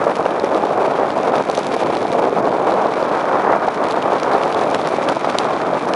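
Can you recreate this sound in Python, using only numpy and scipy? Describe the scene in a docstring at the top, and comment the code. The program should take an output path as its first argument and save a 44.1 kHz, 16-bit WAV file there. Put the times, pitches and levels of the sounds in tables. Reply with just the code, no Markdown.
"""Wet street from the saddle

A small motorcycle rides down a wet street, with one microphone close by, out in the airflow.
Wind, coloured noise with gusts, lulls and slapping eddies, nearly buries the engine's filtered pulses.
Tyre hiss and spray are noise with a crackle of droplets. Drops tick on the microphone's housing
as short filtered clicks, and the air whistles faintly as noise through a narrow resonance."""
import sys
import numpy as np
from scipy import signal
from scipy.fft import rfft, irfft
from scipy.io import wavfile
from scipy.ndimage import uniform_filter1d

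SR = 44100
rng = np.random.default_rng(int(sys.argv[2]) if len(sys.argv) > 2 else 0)


def unload_audio(sound):
    """Save the sound as a 16-bit wav file, at the path given as the first command line argument."""
    columns = np.transpose(np.atleast_2d(sound))
    # keep every value between -1 and 1, then stretch to whole-number steps
    steps = np.round(np.clip(columns, -1, 1) * 32767)
    wavfile.write(sys.argv[1], SR, steps.astype(np.int16))


N = 262395

# steady airflow over the microphone, before trims: (t/s, roar level/dB, rush level against roar/dB)
AIRFLOW = [(0.0, -17.5, -5), (0.5, -16, -11), (0.95, -16.5, -8), (1.5, -19.5, -7.5), (2.0, -18.5, -9.5),
           (2.25, -15, -12.5), (2.75, -15.5, -9.5), (3.1, -19.5, -3.5), (3.38, -16, -4.5),
           (3.55, -18, -1.5), (3.85, -18, -6), (4.35, -16, -5), (4.65, -16.5, -9), (5.3, -20.5, -2.5),
           (5.7, -18.5, -6), (5.95, -15.5, -7)]
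# low rumble of the wind: (t/s, level/dB)
RUMBLE_LEVEL = [(0, -27), (1.5, -27.5), (2.25, -24.5), (2.8, -27.5), (3.55, -28.5), (4.35, -28), (4.7, -26),
                (5.3, -28.5), (5.75, -24.5), (5.95, -27)]
# surges of the air: (middle t/s, length at half the swing t/s, rise in level/dB)
GUSTS = [(0.088, 0.04, 3.5), (0.254, 0.0083, 3.5), (0.44, 0.015, 2), (0.553, 0.02, 2), (0.637, 0.016, 2.5),
         (0.78, 0.023, 4), (1.02, 0.065, 2.5), (1.345, 0.14, 4), (1.406, 0.017, 2.5), (1.497, 0.018, 5),
         (1.578, 0.027, 6), (1.835, 0.061, 3), (1.899, 0.019, 2.5), (2.229, 0.051, 1), (2.45, 0.025, 2),
         (2.741, 0.036, 1), (2.857, 0.026, 4), (3.346, 0.018, 3.5), (3.462, 0.037, 5), (3.52, 0.06, 5),
         (3.64, 0.038, 1.5), (3.682, 0.016, 3.5), (3.822, 0.03, 3.5), (4.056, 0.052, 2.5),
         (4.349, 0.038, 3.5), (4.56, 0.018, 3), (4.854, 0.028, 4.5), (5.09, 0.053, 5), (5.17, 0.017, 3)]
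# moments when the air falls away: (middle t/s, length at half the swing t/s, negative change in level/dB)
LULLS = [(0.148, 0.037, -7.5), (0.235, 0.019, -2.5), (0.274, 0.013, -10), (0.34, 0.11, -2),
         (0.462, 0.064, -3.5), (0.607, 0.039, -3), (0.678, 0.02, -3), (0.746, 0.016, -3.5),
         (0.971, 0.024, -5.5), (1.115, 0.098, -2.5), (1.437, 0.05, -7), (1.518, 0.015, -4.5),
         (1.556, 0.022, -8), (1.622, 0.055, -4.5), (1.79, 0.041, -6), (1.921, 0.011, -8),
         (1.997, 0.017, -3), (2.082, 0.038, -5.5), (2.312, 0.047, -4), (2.348, 0.025, -8.5),
         (2.573, 0.011, -8), (2.926, 0.052, -2.5), (3.21, 0.035, -2.5), (3.42, 0.023, -6),
         (3.593, 0.048, -3.5), (3.731, 0.066, -7), (3.911, 0.045, -2.5), (4.018, 0.038, -3),
         (4.204, 0.027, -9), (4.396, 0.017, -7), (4.514, 0.057, -3), (4.78, 0.017, -5), (4.83, 0.013, -6.5),
         (4.898, 0.0091, -16), (4.956, 0.014, -7.5), (5.141, 0.021, -5), (5.194, 0.032, -8.5),
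         (5.368, 0.012, -6), (5.587, 0.024, -8.5), (5.795, 0.019, -10), (5.82, 0.088, -5)]
# single eddies slapping the microphone: (middle t/s, peak level before trim/dB)
BUFFETS = [(0.069, 1), (0.103, -6), (0.1975, 1), (0.2616, -2.5), (0.4408, -0.5), (0.516, -8), (0.555, -3),
           (0.6386, -4), (0.7125, -6), (0.8455, -5), (0.8763, -2.5), (1.1706, -2.5), (1.239, -7),
           (1.4085, -7), (1.499, 2.5), (1.5798, -2.5), (1.7659, -3), (1.8258, -3.5), (1.8994, -3),
           (1.968, -5), (2.0222, -2), (2.0541, -3), (2.152, -0.5), (2.3285, -2), (2.3661, -10),
           (2.6665, -4), (2.9779, -0.5), (3.0287, -2), (3.114, -2.5), (3.243, -3), (3.4562, -11),
           (3.5637, 2.5), (3.6858, -3), (3.9733, 1.5), (4.1311, -0.5), (4.3516, -6), (4.4588, -2),
           (4.615, -2), (4.6714, -5.5), (4.9417, -1), (4.9866, -4), (5.17, -2), (5.246, -2.5), (5.2743, -1),
           (5.3529, -5), (5.4522, -1), (5.7319, -0.5)]
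# engine speed: (t/s, mean firing rate f/Hz)
FIRING_RATE = [(0, 51.3), (1.9, 50.4), (2.4, 51.4), (5.2, 49), (5.95, 45)]
# water under the tyres, before trims: (t/s, hiss level/dB, fine spray level/dB)
ROAD_WATER = [(0.0, -38.5, -47.5), (1.09, -38, -50.5), (1.72, -35, -45), (2.43, -39, -51), (2.97, -37, -51),
              (3.71, -39.5, -51), (3.99, -36.5, -50), (4.87, -35.5, -45), (5.25, -34, -50.5),
              (5.65, -38, -53), (5.95, -37.5, -42.5)]
# big drops on the housing: (t/s, level over a millisecond before trim/dB, hardness from 0 to 1)
DROPS = [(0.0414, -32.5, .9), (0.096, -29.5, 0), (0.155, -26, 0.7), (0.159, -29, 0.5), (0.2545, -28, 0),
         (0.3073, -24.5, 0), (0.398, -25.5, 0), (0.445, -26.5, 0.6), (0.5463, -26.5, .2), (1.104, -26, 0.1),
         (1.232, -29, .1), (1.274, -28, 0), (1.356, -25, .2), (1.364, -31, .8), (1.382, -25, .3),
         (1.499, -23.5, 0.3), (1.514, -27, .9), (1.5512, -23.5, 0.9), (1.5745, -22, 0.5), (1.5766, -28, .5),
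         (1.5912, -26, 1), (1.632, -29, .4), (1.668, -23.5, 0.8), (1.7265, -31, 0.3), (1.7423, -35, 0.8),
         (1.835, -29, .1), (1.952, -26, .3), (1.9695, -23, 0), (2.029, -32, 0.8), (2.1183, -26, .2),
         (2.127, -29, 0.9), (2.133, -25.5, .1), (2.481, -36, 0), (2.721, -30, .1), (2.74, -30, .3),
         (2.868, -32, .2), (2.9385, -28, 0), (3.0275, -28, 0), (3.2102, -29, 0), (3.5222, -30, 0.5),
         (3.5605, -36, .9), (3.685, -30, 0), (3.745, -31, .8), (3.8394, -25, 0.5), (3.8857, -28, .7),
         (3.91, -23.5, 0.5), (3.923, -27, 0.8), (4.0252, -23, 0.3), (4.1997, -27, .7),
         (4.2328, -23.5, 0.86), (4.335, -28, .1), (4.4347, -23, 0.1), (4.5253, -24, 0.4), (4.546, -24, .1),
         (4.593, -28, 0.1), (4.6365, -30, .2), (4.7462, -16.5, 0.3), (4.815, -28, 0), (4.8496, -29, 0),
         (4.873, -20.5, 0.34), (5.039, -31, .3), (5.088, -17.5, 0.57), (5.091, -26, 0.3), (5.097, -29, .6),
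         (5.169, -31, 0), (5.247, -26.5, 0), (5.3, -26, .3), (5.324, -28, 0), (5.3861, -10.5, 0.66),
         (5.3942, -31, .6), (5.4445, -26.5, 0), (5.617, -28, 0), (5.9364, -18.5, 0.04)]

# relative spectra of the wind's main, low and bright parts: (f/Hz, level per Hz/dB)
ROAR_SPECTRUM = [(150, -20), (250, -10), (330, -3.5), (420, -1.5), (560, 0), (800, -0.5), (1050, -5),
                 (1400, -14.5), (2200, -32)]
RUMBLE_SPECTRUM = [(20, -50), (40, -52), (58, -23.5), (85, -16.5), (145, -6), (200, -3.5), (320, 2),
                   (450, 0.5), (800, -57)]
RUSH_SPECTRUM = [(650, -20), (950, 1), (1200, 2), (1500, -4.5), (1900, -12), (2500, -23), (4000, -47)]
# relative spectra of tyre hiss and fine spray: (f/Hz, level per Hz/dB)
HISS_SPECTRUM = [(1400, 5.5), (1950, 6), (2350, 9.5), (2850, 1), (3600, 0.5), (5000, -6.5), (6500, -9.5),
                 (9000, -18)]
SPRAY_SPECTRUM = [(3000, -30), (4500, -2), (5800, 9), (7000, -10), (8200, 2), (10300, 2), (12000, -19)]
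# relative spectrum of a drop's landing: (f/Hz, soft splat level per Hz/dB, hard snap level per Hz/dB)
SPLASH_SPECTRA = [(700, -9, -11), (1620, 6, 2.5), (2400, 3.5, 2.5), (3630, 5.5, 0), (4500, 0.5, 1),
                  (5960, -7, 0.5), (7900, -17.5, -7), (10150, -19, -9.5)]
# relative spectrum of a tick heard through the housing: (f/Hz, level per Hz/dB)
HOUSING_SPECTRUM = [(900, -19), (1800, 1), (2500, 16), (3400, 19), (4600, 6.5), (5800, 1.5), (8000, 0),
                    (11000, -18)]

GUST_STEEPNESS = 5.1  # 2 is a bell, more has a flatter top and faster flanks
RUSH_FOLLOWS, RUMBLE_FOLLOWS = 0.53, 0.49  # shares of a gust's swing in dB
CENTRE_HZ, CENTRE_OCTAVES_PER_DB = 568, 0.04  # brighter air centres the roar higher
BUFFET_SCATTER_OCTAVES = 0.26
# the stream slackens just ahead of each slapping eddy
CALM_LEAD_S, CALM_LENGTH_S, CALM_DB = 0.016, 0.012, -1.5
CUTOFF_HZ = 11000


def wind(flutter, flutter_db=1.54, lumps=0.78, roar_db=-0.68, rush_db=-2.5, cavity=0.82, cavity_width_hz=380):
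    """Turbulence: lumpy noise as roar, rush and rumble; a broad moving resonance stresses the roar."""
    flow_db, bright_db = in_time(AIRFLOW)
    gust_db = gusting()
    roar_level = flow_db + gust_db + roar_db
    rush_level = flow_db + bright_db + RUSH_FOLLOWS * gust_db + rush_db
    rumble_level = in_time(RUMBLE_LEVEL)[0] + RUMBLE_FOLLOWS * gust_db

    # each stream is smooth noise plus separate eddies
    roar_air = rng.standard_normal(N) + lumps * grains(per_s=300, spread_db=4.5)
    stream = rms_one(colour(roar_air, ROAR_SPECTRUM))
    stream = stream + cavity * moving_resonance(stream, roar_centre(), cavity_width_hz)
    roar = from_db(roar_level) * steady(stream)

    rush_air = rng.standard_normal(N) + lumps * grains(per_s=400, spread_db=5.5)
    rush = from_db(rush_level) * steady(colour(rush_air, RUSH_SPECTRUM))

    rumble_air = rng.standard_normal(N) + lumps * grains(per_s=120, spread_db=5.0)
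    rumble = from_db(rumble_level) * steady(colour(rumble_air, RUMBLE_SPECTRUM))

    # roar and rush flutter together, the rumble does not
    return (roar + rush) * rms_one(from_db(flutter_db * flutter)) + rumble


def gusting():
    """Swing of the airflow in dB: gusts, lulls and calms come and go with the same rounded shape."""
    t = np.arange(N) / SR
    calms = [(s - CALM_LEAD_S, CALM_LENGTH_S, CALM_DB) for s, _ in BUFFETS]
    swing = np.zeros(N)
    for s, length, db in [*GUSTS, *LULLS, *calms]:
        near = slice(max(0, round((s - 2 * length) * SR)), round((s + 2 * length) * SR))
        distance = np.abs(2 * (t[near] - s) / length)
        swing[near] += db * .5 ** (distance ** GUST_STEEPNESS)
    return swing


def roar_centre():
    """Pitch of the roar in Hz, rising with the brightness of the airflow."""
    _, bright_db = in_time(AIRFLOW)
    return CENTRE_HZ * 2 ** (CENTRE_OCTAVES_PER_DB * (bright_db - bright_db.mean()))


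def buffets(cycles=1.0, level_db=-3.5, sharpness=1.066):
    """A strong eddy passes in a few milliseconds: a brief pressure wiggle around the roar's pitch."""
    out = np.zeros(N)
    t = np.arange(-SR // 100, SR // 100) / SR
    centre = roar_centre()
    chances = rng.uniform(-1.05, 1, (len(BUFFETS), 2))
    for (s, db), (turn, scatter) in zip(BUFFETS, chances):
        hz = sharpness * centre[round(s * SR)] * 2 ** (BUFFET_SCATTER_OCTAVES * scatter)
        envelope = 1 / np.cosh(2 * t * hz / cycles)
        wiggle = np.cos(2 * np.pi * hz * t + np.pi * turn) * envelope
        add(out, s + t[0], from_db(db + level_db) * wiggle)
    return out


def engine(rough_db=5, wander=.025, exhaust_db=-35, tick_db=-53):
    """Every firing gives a dull exhaust pulse and a short mechanical tick of uneven strength."""
    rate, = in_time(FIRING_RATE)
    firing_count = np.cumsum(rate * (1 + wander * drift(8))) / SR
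    strength = from_db(rough_db * np.tanh(drift(41)))
    firings = np.diff(np.floor(firing_count), prepend=0) * strength
    exhaust = resonance(resonance(firings, 188, 147), 293, 390)
    tick_s = .0005
    tick_decay = signal.lfilter([1], [1, -np.exp(-1 / (tick_s * SR))], firings)
    rattle = tick_decay * rng.standard_normal(N)
    return from_db(exhaust_db) * rms_one(exhaust) + from_db(tick_db) * rms_one(housing(rattle))


def housing(x):
    """The microphone's housing passes the low treble best and hardly rings."""
    return colour(x, HOUSING_SPECTRUM)[:len(x)]


def tyres(flutter, flutter_db=2.6, splash=0.44, hiss_db=-1.16, spray_db=-8.0):
    """Tread squeezes the water film into hiss and a crackle of droplets."""
    hiss_level, spray_level = in_time(ROAD_WATER)
    droplets = splash * grains(per_s=200, spread_db=3.5)
    hiss = steady(colour(rng.standard_normal(N) + droplets, HISS_SPECTRUM))
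    spray = steady(colour(rng.standard_normal(N) + droplets, SPRAY_SPECTRUM))
    water = from_db(hiss_level + hiss_db) * hiss + from_db(spray_level + spray_db) * spray
    return water * from_db(flutter_db * flutter)


def drops(level_db=3.25, splash=0.67, droplet=0.39):
    """A hard drop snaps brightly, a soft one smears into a duller splash; both may shed stray droplets."""
    out = np.zeros(N)
    t = np.arange(SR // 40) / SR
    splat_s, droplets_s, droplets_per_s = .001, .009, 250
    for s, db, hardness in DROPS:
        strays = (rng.random(len(t)) < droplets_per_s / SR) * np.exp(-t / droplets_s)
        smear = splash * (1 - hardness) * np.exp(-t / splat_s)
        splat = (t == 0) + (smear + droplet * strays) * rng.standard_normal(len(t))
        tick = colour(splat, splash_spectrum(hardness))[:len(t)]
        # the whole tick's energy, as if spread over one millisecond
        strength = np.sqrt(np.sum(tick ** 2) / (SR / 1000))
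        add(out, s, from_db(db + level_db) * tick / strength)
    return out


def drizzle(soft_db=-7.0, hard_db=-1.0):
    """Fine drops, many soft and some hard, tick dryly on the housing, louder where the road is wetter."""
    hiss_level, spray_level = in_time(ROAD_WATER)
    soft = grains(per_s=105, spread_db=3.0)
    hard = grains(per_s=50, spread_db=3.0)
    soft_ticks = rms_one(colour(soft, splash_spectrum(0)))
    hard_ticks = rms_one(colour(hard, splash_spectrum(0.87)))
    return from_db(hiss_level + soft_db) * soft_ticks + from_db(spray_level + hard_db) * hard_ticks


def splash_spectrum(hardness):
    """Colour of a drop, between a soft splat and a hard snap."""
    hz, soft_db, hard_db = np.transpose(SPLASH_SPECTRA)
    return np.transpose([hz, soft_db + hardness * (hard_db - soft_db)])


def whistle(hz=2340, width_hz=150, level_db=-50, waver_db=2.5):
    """Air sings faintly over an edge: noise through two equal resonances, wavering in level."""
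    once = resonance(rng.standard_normal(N), hz, width_hz)
    tone = rms_one(resonance(once, hz, width_hz))
    return from_db(level_db + waver_db * drift(9.3)) * tone


def from_db(db):
    """Decibels to gain."""
    return 10 ** (np.asarray(db) / 20)


def rms_one(x):
    """Scale to unit power."""
    return x / np.sqrt(np.mean(x ** 2) + 1e-20)


def steady(x):
    """Unit power over every fortieth of a second, fast grain kept."""
    return x / np.sqrt(uniform_filter1d(x * x, SR // 40) + 1e-12)


def in_time(rows):
    """Each column of a curve at every sample."""
    s, *columns = np.transpose(rows)
    return [np.interp(np.arange(N) / SR, s, c) for c in columns]


def drift(rate_hz):
    """Smooth chance with spread 1: noise through two low-pass poles, made at a twentieth of SR."""
    r = np.exp(-40 * np.pi * rate_hz / SR)
    noise = rng.standard_normal(N // 20 + 2002)
    slow = signal.lfilter([1], [1, -2 * r, r * r], noise)[2000:]  # settled part only
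    return np.interp(np.arange(N) / 20, np.arange(len(slow)), rms_one(slow))


def grains(per_s, spread_db):
    """Random clicks of uneven size and either sign; rms 1."""
    born = rng.random(N) < per_s / SR
    sizes = from_db(spread_db * np.minimum(rng.exponential(1, N), 3.5))
    return rms_one(born * sizes * rng.choice([-1, 1], N))


def colour(x, spectrum):
    """Causal (minimum-phase) filter with the given spectrum, falling away beyond its ends."""
    hz, db = np.transpose(spectrum)
    size = 4096
    grid = np.log(np.maximum(np.arange(size // 2 + 1), 1) * SR / size)
    beyond = np.abs(grid - np.clip(grid, np.log(hz[0]), np.log(hz[-1])))
    shape_db = np.interp(grid, np.log(hz), db) - 25 * beyond
    # folding the cepstrum forward in time gives minimum phase
    cepstrum = irfft(np.log(from_db(shape_db)))
    cepstrum[1:size // 2] *= 2
    cepstrum[size // 2 + 1:] = 0
    return signal.fftconvolve(x, irfft(np.exp(rfft(cepstrum))))[:N]


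def resonator(hz, width_hz):
    """Filter coefficients of one resonance with a gain of about 1 on top."""
    r = np.exp(-np.pi * width_hz / SR)
    zeros = np.array([1, 0, -1]) * (1 - r * r) / 2
    poles = [1, -2 * r * np.cos(2 * np.pi * hz / SR), r * r]
    return zeros, poles


def resonance(x, hz, width_hz):
    """One fixed resonance."""
    return signal.lfilter(*resonator(hz, width_hz), x + 1e-18)


def moving_resonance(x, hz, width_hz, size=128):
    """A resonance retuned block by block, its state carried on."""
    out, state = np.zeros(N), np.zeros(2)
    for i in range(0, N, size):
        block = slice(i, i + size)
        out[block], state = signal.lfilter(*resonator(hz[i], width_hz), x[block], zi=state)
    return out


def add(out, s, sound):
    """Mix a short sound in at a time."""
    start = max(0, round(s * SR))
    out[start:start + len(sound)] += sound[:max(0, N - start)]


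def scene():
    """Everything meets at one microphone; wind and tyres share one flutter."""
    flutter = drift(50.0)
    air = wind(flutter) + buffets() + whistle()
    water = tyres(flutter) + drizzle() + drops()
    return (air + water + engine())[None]


def record(dry):
    """The microphone rounds off the highest peaks, the top is cut."""
    rounded = dry / (1 + (dry / .95) ** 6) ** (1 / 6)
    low_pass = signal.ellip(12, .1, 90, CUTOFF_HZ, fs=SR, output="sos")
    return signal.sosfilt(low_pass, rounded)


dry = scene()
out = record(dry)
unload_audio(out)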